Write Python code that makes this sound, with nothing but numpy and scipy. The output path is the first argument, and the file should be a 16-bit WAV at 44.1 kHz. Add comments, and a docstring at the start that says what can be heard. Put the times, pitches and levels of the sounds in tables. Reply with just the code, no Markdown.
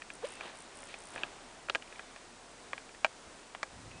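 """A steady rush of woodland air and microphone hiss is heard first, and at once a camera clicks in the hand.
Each impact on its plastic and metal parts excites damped modes; some firm ones add a low thud.
Faint high ticks trill through the first second, probably a stepping lens motor. A short squeak rises,
friction brushes softly, and a thin whistle sounds twice. Dull bumps pass through the camera body
and gather into a low rumble at the end."""
import sys
import numpy as np
from scipy.fft import rfft, irfft, next_fast_len
from scipy.io import wavfile
from scipy.ndimage import uniform_filter1d, map_coordinates

SR = 44100
rng = np.random.default_rng(int(sys.argv[2]) if len(sys.argv) > 2 else 0)


def inscribe(sig):
    """Save sig as 16-bit PCM at rate SR to the path in sys.argv[1].

    A 1-D sig is mono; a 2-D sig holds one channel per row.
    Samples are clipped to [-1, 1] before scaling.
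    """
    pcm = np.round(np.clip(np.atleast_2d(sig).T, -1, 1) * 32767)
    wavfile.write(sys.argv[1], SR, pcm.astype(np.int16))


N = 176400


def amp(db):
    """Amplitude ratio of a level in decibels."""
    return 10 ** (np.asarray(db) / 20)


def unit(x):
    """Normalisation to an rms of 1."""
    return x / np.sqrt(np.mean(x ** 2) + 1e-20)


def along(points, hz):
    """Interpolation of (frequency, level) points on a logarithmic frequency axis."""
    point_hz, point_db = np.transpose(points)
    return np.interp(np.log(hz + 1), np.log(point_hz + 1), point_db)


def wobble(rate):
    """Smooth random modulation: a spline through `rate` Gaussian knots a second."""
    knots = rng.standard_normal(int(N * rate / SR) + 4)
    return map_coordinates(knots, [np.arange(N) * rate / SR])


def filtered(x, gain_db):
    """Zero-phase filtering by a gain given as a function of frequency."""
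    size = next_fast_len(N + SR // 4)
    hz = np.fft.rfftfreq(size, 1 / SR)
    return irfft(rfft(x, size) * amp(gain_db(hz)), size)[:N]


def noise(colour_db):
    """Spectral shaping of white noise, at an rms of 1."""
    return unit(filtered(rng.standard_normal(N), colour_db))


def minimum_phase(gain):
    """Causal response of a given magnitude, by folding the cepstrum."""
    cepstrum = irfft(np.log(np.maximum(gain, 1e-6)))
    half = len(cepstrum) // 2
    cepstrum[1:half] *= 2
    cepstrum[half + 1:] = 0
    return np.exp(rfft(cepstrum))


def whitened(x, width_hz=450):
    """Spectral whitening: broad humps are levelled while fine structure stays."""
    spectrum = rfft(x)
    power = uniform_filter1d(np.abs(spectrum) ** 2, int(width_hz * len(x) / SR))
    return irfft(spectrum * minimum_phase(np.sqrt(power.mean() / np.abs(power))))


def swell(peak_s, rise_s, fall_s):
    """Gaussian envelope with a separate width on each side of its peak."""
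    t = np.arange(N) / SR - peak_s
    return np.exp(-.5 * (t / np.where(t < 0, rise_s, fall_s)) ** 2)


def decay(t, t60_s):
    """Exponential damping, 60 dB down at t60_s."""
    return np.exp(-np.log(1000) * t / t60_s)


# Spectrum of distant air and microphone hiss: frequency_hz, relative_density_db
AIR_SPECTRUM = [(12, -44), (20, -10), (140, -9.5), (218, -6.5), (248, -3.5), (396, -5), (487, -5),
                (632, -5.5), (738, -4.5), (841, -6.5), (909, -5), (1120, -7.5), (1410, -8.5), (3080, -14),
                (7640, -16.5), (9900, -19), (12900, -111), (21800, -120)]

def air(rush_db=-53.9, sway_db=.35, hum_hz=29.9, hum_db=-70.5, whine_hz=7866, whine_db=-79.5):
    """Superposition of broadband noise, a deep hum and a faint phase-modulated electronic whine."""
    t = np.arange(N) / SR
    rush = noise(lambda hz: along(AIR_SPECTRUM, hz)) * amp(rush_db + sway_db * wobble(5))
    whine = amp(whine_db) * np.sin(2 * np.pi * whine_hz * t + 0.77 * wobble(15))
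    hum = amp(hum_db) * np.sin(2 * np.pi * hum_hz * t)
    return rush + np.sqrt(2) * (whine + hum)


# Modes of the struck housing: frequency_hz, relative_level_db, t60_s
HOUSING_MODES = [(548, -35.5, 0.048), (656, -33.5, 0.046), (772, -38.5, 0.03), (1370, -26, 0.017),
                 (1652, -26.5, 0.038), (1867, -26, 0.02), (2380, -19.5, 0.016), (3180, -59, 0.0067),
                 (6730, -45, .012)]

def impact(t, ring_hz, ring_db, rattle_db):
    """Impact response: an impulse, the noise of parts settling, and freely decaying modes."""
    blow = np.zeros(len(t))
    blow[0] = 1
    chatter, rattle = (7.5, .015, .00011), (4 + rattle_db, .032, .0021)
    for tail_db, t60_s, rise_s in (chatter, rattle):
        tail = rng.standard_normal(len(t)) * decay(t, t60_s) * (1 - np.exp(-t / rise_s))
        blow += amp(tail_db) * tail / np.linalg.norm(tail)
    blow = whitened(blow)
    for mode_hz, mode_db, t60_s in [*HOUSING_MODES, (ring_hz, ring_db, .016)]:
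        gain = amp(mode_db + rng.normal(0, 2))
        detuned_hz = mode_hz * rng.normal(1, .015)
        blow += gain * np.cos(2 * np.pi * detuned_hz * t) * decay(t, t60_s)
    return blow


# Contacts of the camera's parts; knock, crack and rattle are relative levels:
# start_s, level_db, ring_hz, knock_db, knock_hz, crack_db, rattle_db, tilt_db_per_octave
CONTACTS = [(0.02, -43.6, 1820, -23.5, 540, -12.9, -8.1, 1.0),
            (0.1025, -42.8, 2420, -17, 540, -16.9, -7.7, 2.0),
            (0.409, -42.8, 2430, -6.5, 670, -13.7, -7.1, 2.1),
            (0.831, -51.5, 2130, -4.4, 540, -11.6, -11.0, 1.6),
            (0.941, -43.6, 2470, -9.6, 660, -12.8, -3.5, 5.4),
            (1.16, -42.4, 1660, -1.9, 620, -16.8, -5.5, -2.9),
            (1.1785, -44.0, 2430, -11.3, 610, -16.8, -3.2, 1.0),
            (1.2342, -32.1, 2530, -14.2, 570, -20.5, -8.2, 4.0),
            (1.686, -41.6, 1420, -5.9, 620, -31.2, -7.3, -4.0),
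            (1.6976, -31.0, 1340, -7.4, 700, -9.3, -9.5, 0.9),
            (1.7492, -30.5, 2350, -13.3, 630, -16.1, -11.0, 1.3),
            (1.7548, -32.1, 2550, -8.3, 610, -13.2, -6.4, -0.4),
            (1.8234, -48.9, 2920, -12.4, 530, -8.2, -1.7, 3.3),
            (1.8765, -57.8, 2420, -10.2, 460, -12.4, -6.0, 4.7),
            (1.9255, -50.6, 2420, -10.3, 380, -18.8, -11.0, 5.4),
            (1.9585, -54, 2380, -14.5, 480, -11.9, -11.0, 8.0),
            (1.9943, -42.2, 1610, -12.3, 680, -22.8, -9.5, -2.5),
            (2.1615, -50, 1140, -3.8, 600, -5.5, -10, 4.5),
            (2.732, -35.0, 1110, -9.6, 600, -22.5, -4.5, -2.9),
            (2.7792, -44.4, 2400, -7.8, 670, -15, -7.5, 5),
            (2.892, -55.1, 2410, -8.2, 450, -15.0, -7.0, 2.4),
            (2.9475, -56.8, 1840, -10.0, 490, -1.3, -11.0, 3.4),
            (3.0461, -23.6, 2420, -3.2, 660, -16.4, -10.1, 0.4), (3.0525, -37, 1400, -3, 690, -14, -6, -2),
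            (3.0643, -46, 1650, -4, 690, -7, -10, -2), (3.549, -43.3, 1170, -1.4, 690, -14.7, -2.1, 0.1),
            (3.6304, -32.3, 1160, -5, 740, -10.5, -5.5, -6.0),
            (3.9145, -53.5, 2640, -12.1, 470, -4.1, -3.5, 8.0)]
# Bands a firm contact favours or swallows, by where it lands: start_s, centre_hz, width_hz, gain_db
STRIKE_BANDS = [(1.2342, 2150, 170, -22), (1.2342, 1480, 170, -1.5), (1.2342, 3150, 300, 2),
                (1.2342, 1050, 120, -2), (1.6976, 1660, 200, -7), (1.6976, 4180, 550, 9.5),
                (1.6976, 1060, 70, -9), (1.6976, 2320, 110, -11.5), (2.732, 2000, 170, 7.5),
                (2.732, 1150, 90, 4), (2.732, 2560, 200, -0.5), (2.732, 3200, 150, 2.5),
                (3.0461, 400, 70, -11), (3.0461, 3400, 250, 0), (3.0461, 2020, 130, -8),
                (3.0461, 2550, 110, -5.5), (3.6304, 1640, 150, -1), (3.6304, 2050, 200, 3.5),
                (3.6304, 2870, 140, -15)]
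# Spectra of a click's low knock, middle snap and high crack: frequency_hz, gain_db
KNOCK_SPECTRUM = [(40, -42), (130, -22), (260, -16), (420, -14), (540, -3), (670, 0), (850, -1),
                  (1100, -13), (2500, -60)]
SNAP_SPECTRUM = [(300, -50), (750, -14), (1000, -3), (1400, 0), (1900, 0), (2600, 0), (3300, -5),
                 (3900, -18), (6000, -45), (10000, -70)]
CRACK_SPECTRUM = [(2000, -40), (3500, -4), (4300, 0), (5400, -3), (7300, -5), (8500, -11), (10000, -19)]

def clicks(size=8192, spread_s=.00062, spread_hz=3500, soft_below_db=-38, rms_span_s=.01):
    """Dispersion of bending waves smears each impact, so that the lows arrive after the highs."""
    out = np.zeros(N + SR)
    t, hz = np.arange(size) / SR, np.fft.rfftfreq(size, 1 / SR)
    group_delay_s = spread_s / (1 + (hz / spread_hz) ** 2)
    dispersion = np.exp(-2j * np.pi * np.cumsum(group_delay_s) * hz[1])
    for start_s, level_db, ring_hz, knock_db, knock_hz, crack_db, rattle_db, tilt in CONTACTS:
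        softness_db = max(soft_below_db - level_db, 0)  # soft contacts ring more and crack less
        blow = impact(t, ring_hz, -21 + .45 * softness_db, rattle_db)
        spectrum = rfft(blow) * dispersion
        tilt_db = tilt * np.log2(np.clip(hz, 1000, 2600) / 2000)
        bands_db = sum(gain_db * np.exp(-.5 * ((hz - centre_hz) / width_hz) ** 2)
                       for at_s, centre_hz, width_hz, gain_db in STRIKE_BANDS
                       if abs(at_s - start_s) < .004)
        knock = (knock_db + .15, along(KNOCK_SPECTRUM, hz * 640 / knock_hz))
        snap = (-.07, along(SNAP_SPECTRUM, hz) + tilt_db)
        crack = (crack_db - 1.25 - .35 * softness_db, along(CRACK_SPECTRUM, hz))
        onset = round((start_s - spread_s / 2) * SR)
        for part_db, colour_db in (knock, snap, crack):
            part = irfft(spectrum * minimum_phase(amp(colour_db + bands_db)))
            part *= np.sqrt(rms_span_s * SR) / np.linalg.norm(part)
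            out[onset:onset + size] += amp(level_db + part_db) * part
    return out[:N]


# Trains of tiny ticks, probably the lens motor stepping: start_s, end_s, level_db
TICK_TRAINS = [(0.1365, 0.162, -51), (0.2545, 0.362, -50), (0.5545, 0.629, -51.5), (0.755, 0.896, -51.5),
               (0.9875, 1.163, -51.5)]
# Spectrum of a tick: frequency_hz, relative_density_db
TICK_SPECTRUM = [(3000, -30), (4700, -16), (5400, -7), (6100, -16), (6800, -14), (7250, -4), (7700, -12),
                 (8300, -3), (8900, 0), (9900, -5), (11000, -20)]

def trills(rate_hz=60, tick_s=.003, t60_s=.022, onset_boost_db=4):
    """Periodic gating of high noise makes a pulse train of sharp, evenly spaced ticks."""
    t, gate = np.arange(N) / SR, np.zeros(N)
    for start_s, end_s, level_db in TICK_TRAINS:
        age_s = (t - start_s) % (1 / rate_hz)
        sounding = (age_s < tick_s) & (t >= start_s) & (t < end_s)
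        gate += amp(level_db + onset_boost_db) * decay(age_s, t60_s) * sounding
    return gate * noise(lambda hz: along(TICK_SPECTRUM, hz))


# Course of the squeak: time_s, pitch_hz, fundamental_db, second_harmonic_db
SQUEAK_GLIDE = [(0.219, 315, -71, -84), (0.226, 359, -58, -44), (0.232, 383, -52, -44),
                (0.234, 427, -45, -50), (0.242, 469, -30.5, -54), (0.247, 554, -30, -43),
                (.254, 603, -36, -59), (.260, 587, -45, -51), (0.274, 467, -72, -56)]

def squeak(jitter=.024, fall_db_per_octave=9.5):
    """A harmonic series glides upward, buzzy at first, then nearly pure as its fundamental dominates."""
    t = np.arange(N) / SR
    times_s, *columns = np.transpose(SQUEAK_GLIDE)
    pitch_hz, fundamental_db, second_db = [np.interp(t, times_s, column) for column in columns]
    phase = 2 * np.pi * np.cumsum(pitch_hz * (1 + jitter * wobble(289))) / SR
    overtones = sum(amp(-fall_db_per_octave * np.log2(k / 2)) * np.sin(k * phase) for k in range(2, 6))
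    sounding = (t > times_s[0]) & (t < times_s[-1])
    return (amp(fundamental_db) * np.sin(phase) + amp(second_db) * overtones) * sounding


# Soft brushing strokes: peak_s, level_db, rise_s, fall_s, treble_db
STROKES = [(0.25, -45.5, 0.005, 0.0046, 13), (.28, -53, 0.046, 0.062, 3.5),
           (0.459, -46.5, 0.058, 0.05, -2.5), (.6, -57.5, 0.2, 0.83, -3), (.91, -53, 0.027, 0.036, 20),
           (1.178, -48, 0.043, 0.08, -5), (1.3, -58, 0.067, 0.19, -8.5), (1.93, -59.5, 0.032, 0.23, 2),
           (2.879, -67, 0.11, 0.075, -11), (3.91, -76, 0.018, 0.035, 7)]
# Spectrum of the friction: frequency_hz, relative_density_db
FRICTION_SPECTRUM = [(100, -17.5), (300, -6), (650, -1.5), (1500, -5), (2500, -5.5), (3700, -8.5),
                     (5500, -21), (10000, -24.5)]

def brushing(shelf_hz=1400, grain_db=2.1, grain_rate_hz=450):
    """Friction noise swells with each stroke; fast random amplitude modulation makes it grainy."""
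    def shelf(hz):
        return 1 - 1 / (1 + (hz / shelf_hz) ** 6)

    out = np.zeros(N)
    for peak_s, level_db, rise_s, fall_s, treble_db in STROKES:
        friction = noise(lambda hz: along(FRICTION_SPECTRUM, hz) + treble_db * shelf(hz))
        out += amp(level_db) * swell(peak_s, rise_s, fall_s) * friction
    return out * unit(amp(grain_db * wobble(grain_rate_hz)))


# Faint, thin whistles: start_s, end_s, pitch_hz, level_db
WHISTLE_NOTES = [(0.294, .41, 2660, -62), (3.9, 4.05, 2590, -62)]

def whistles(jitter=.011, ramp_s=.012):
    """Random frequency modulation makes each high pure tone slightly unsteady."""
    t, out = np.arange(N) / SR, np.zeros(N)
    for start_s, end_s, pitch_hz, level_db in WHISTLE_NOTES:
        gate = np.clip(np.minimum(t - start_s, end_s - t) / ramp_s, 0, 1)
        phase = 2 * np.pi * np.cumsum(pitch_hz * (1 + jitter * wobble(170))) / SR
        out += amp(level_db) * gate * np.sqrt(2) * np.sin(phase)
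    return out


# Dull handling bumps: peak_s, level_db, rise_s, fall_s
BUMPS = [(1.16, -56.5, 0.011, 0.018), (1.755, -56, .005, 0.0069), (3.275, -58, 0.011, 0.013),
         (3.77, -55.5, 0.04, 0.04), (3.87, -53, 0.028, 0.018), (3.95, -54.5, 0.03, 0.09)]
# Spectrum of the bumps: frequency_hz, relative_density_db
BUMP_SPECTRUM = [(20, -14), (70, 2.5), (120, 0), (280, -6.5), (500, -19), (1500, -60)]

def rumble():
    """Structure-borne sound: handling passes through the camera body as swells of low noise."""
    envelope = sum(amp(level_db) * swell(peak_s, rise_s, fall_s)
                   for peak_s, level_db, rise_s, fall_s in BUMPS)
    return envelope * noise(lambda hz: along(BUMP_SPECTRUM, hz))


# Thuds of the camera body under firm clicks: start_s, pitch_hz, level_db
BODY_THUDS = [(1.234, 353, -41), (1.698, 388, -38.5), (1.7502, 450, -38), (1.755, 323, -42.5)]

def thuds(t60_s=.053, rise_s=.00073):
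    """The struck body rings briefly at a low pitch, as a damped harmonic oscillator."""
    out = np.zeros(N)
    for start_s, pitch_hz, level_db in BODY_THUDS:
        age_s = np.maximum(np.arange(N) / SR - start_s, 0)
        envelope = decay(age_s, t60_s) * (1 - np.exp(-age_s / rise_s))
        out += amp(level_db) * envelope * np.sin(2 * np.pi * pitch_hz * age_s)
    return out


def scene():
    """Linear superposition of all sources at one microphone."""
    return (air() + clicks() + trills() + squeak() + brushing() + whistles() + rumble() + thuds())[None]


# Steep low-pass curve: frequency_hz, gain_db
TREBLE_CUTOFF = [(10000, 0), (10200, -5), (10400, -37), (12500, -48), (14000, -80)]

def record(dry):
    """Steep low-pass filtering: the sound has almost no treble above 10 kHz."""
    return np.array([filtered(channel, lambda hz: along(TREBLE_CUTOFF, hz)) for channel in dry])


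dry = scene()
out = record(dry)
inscribe(out)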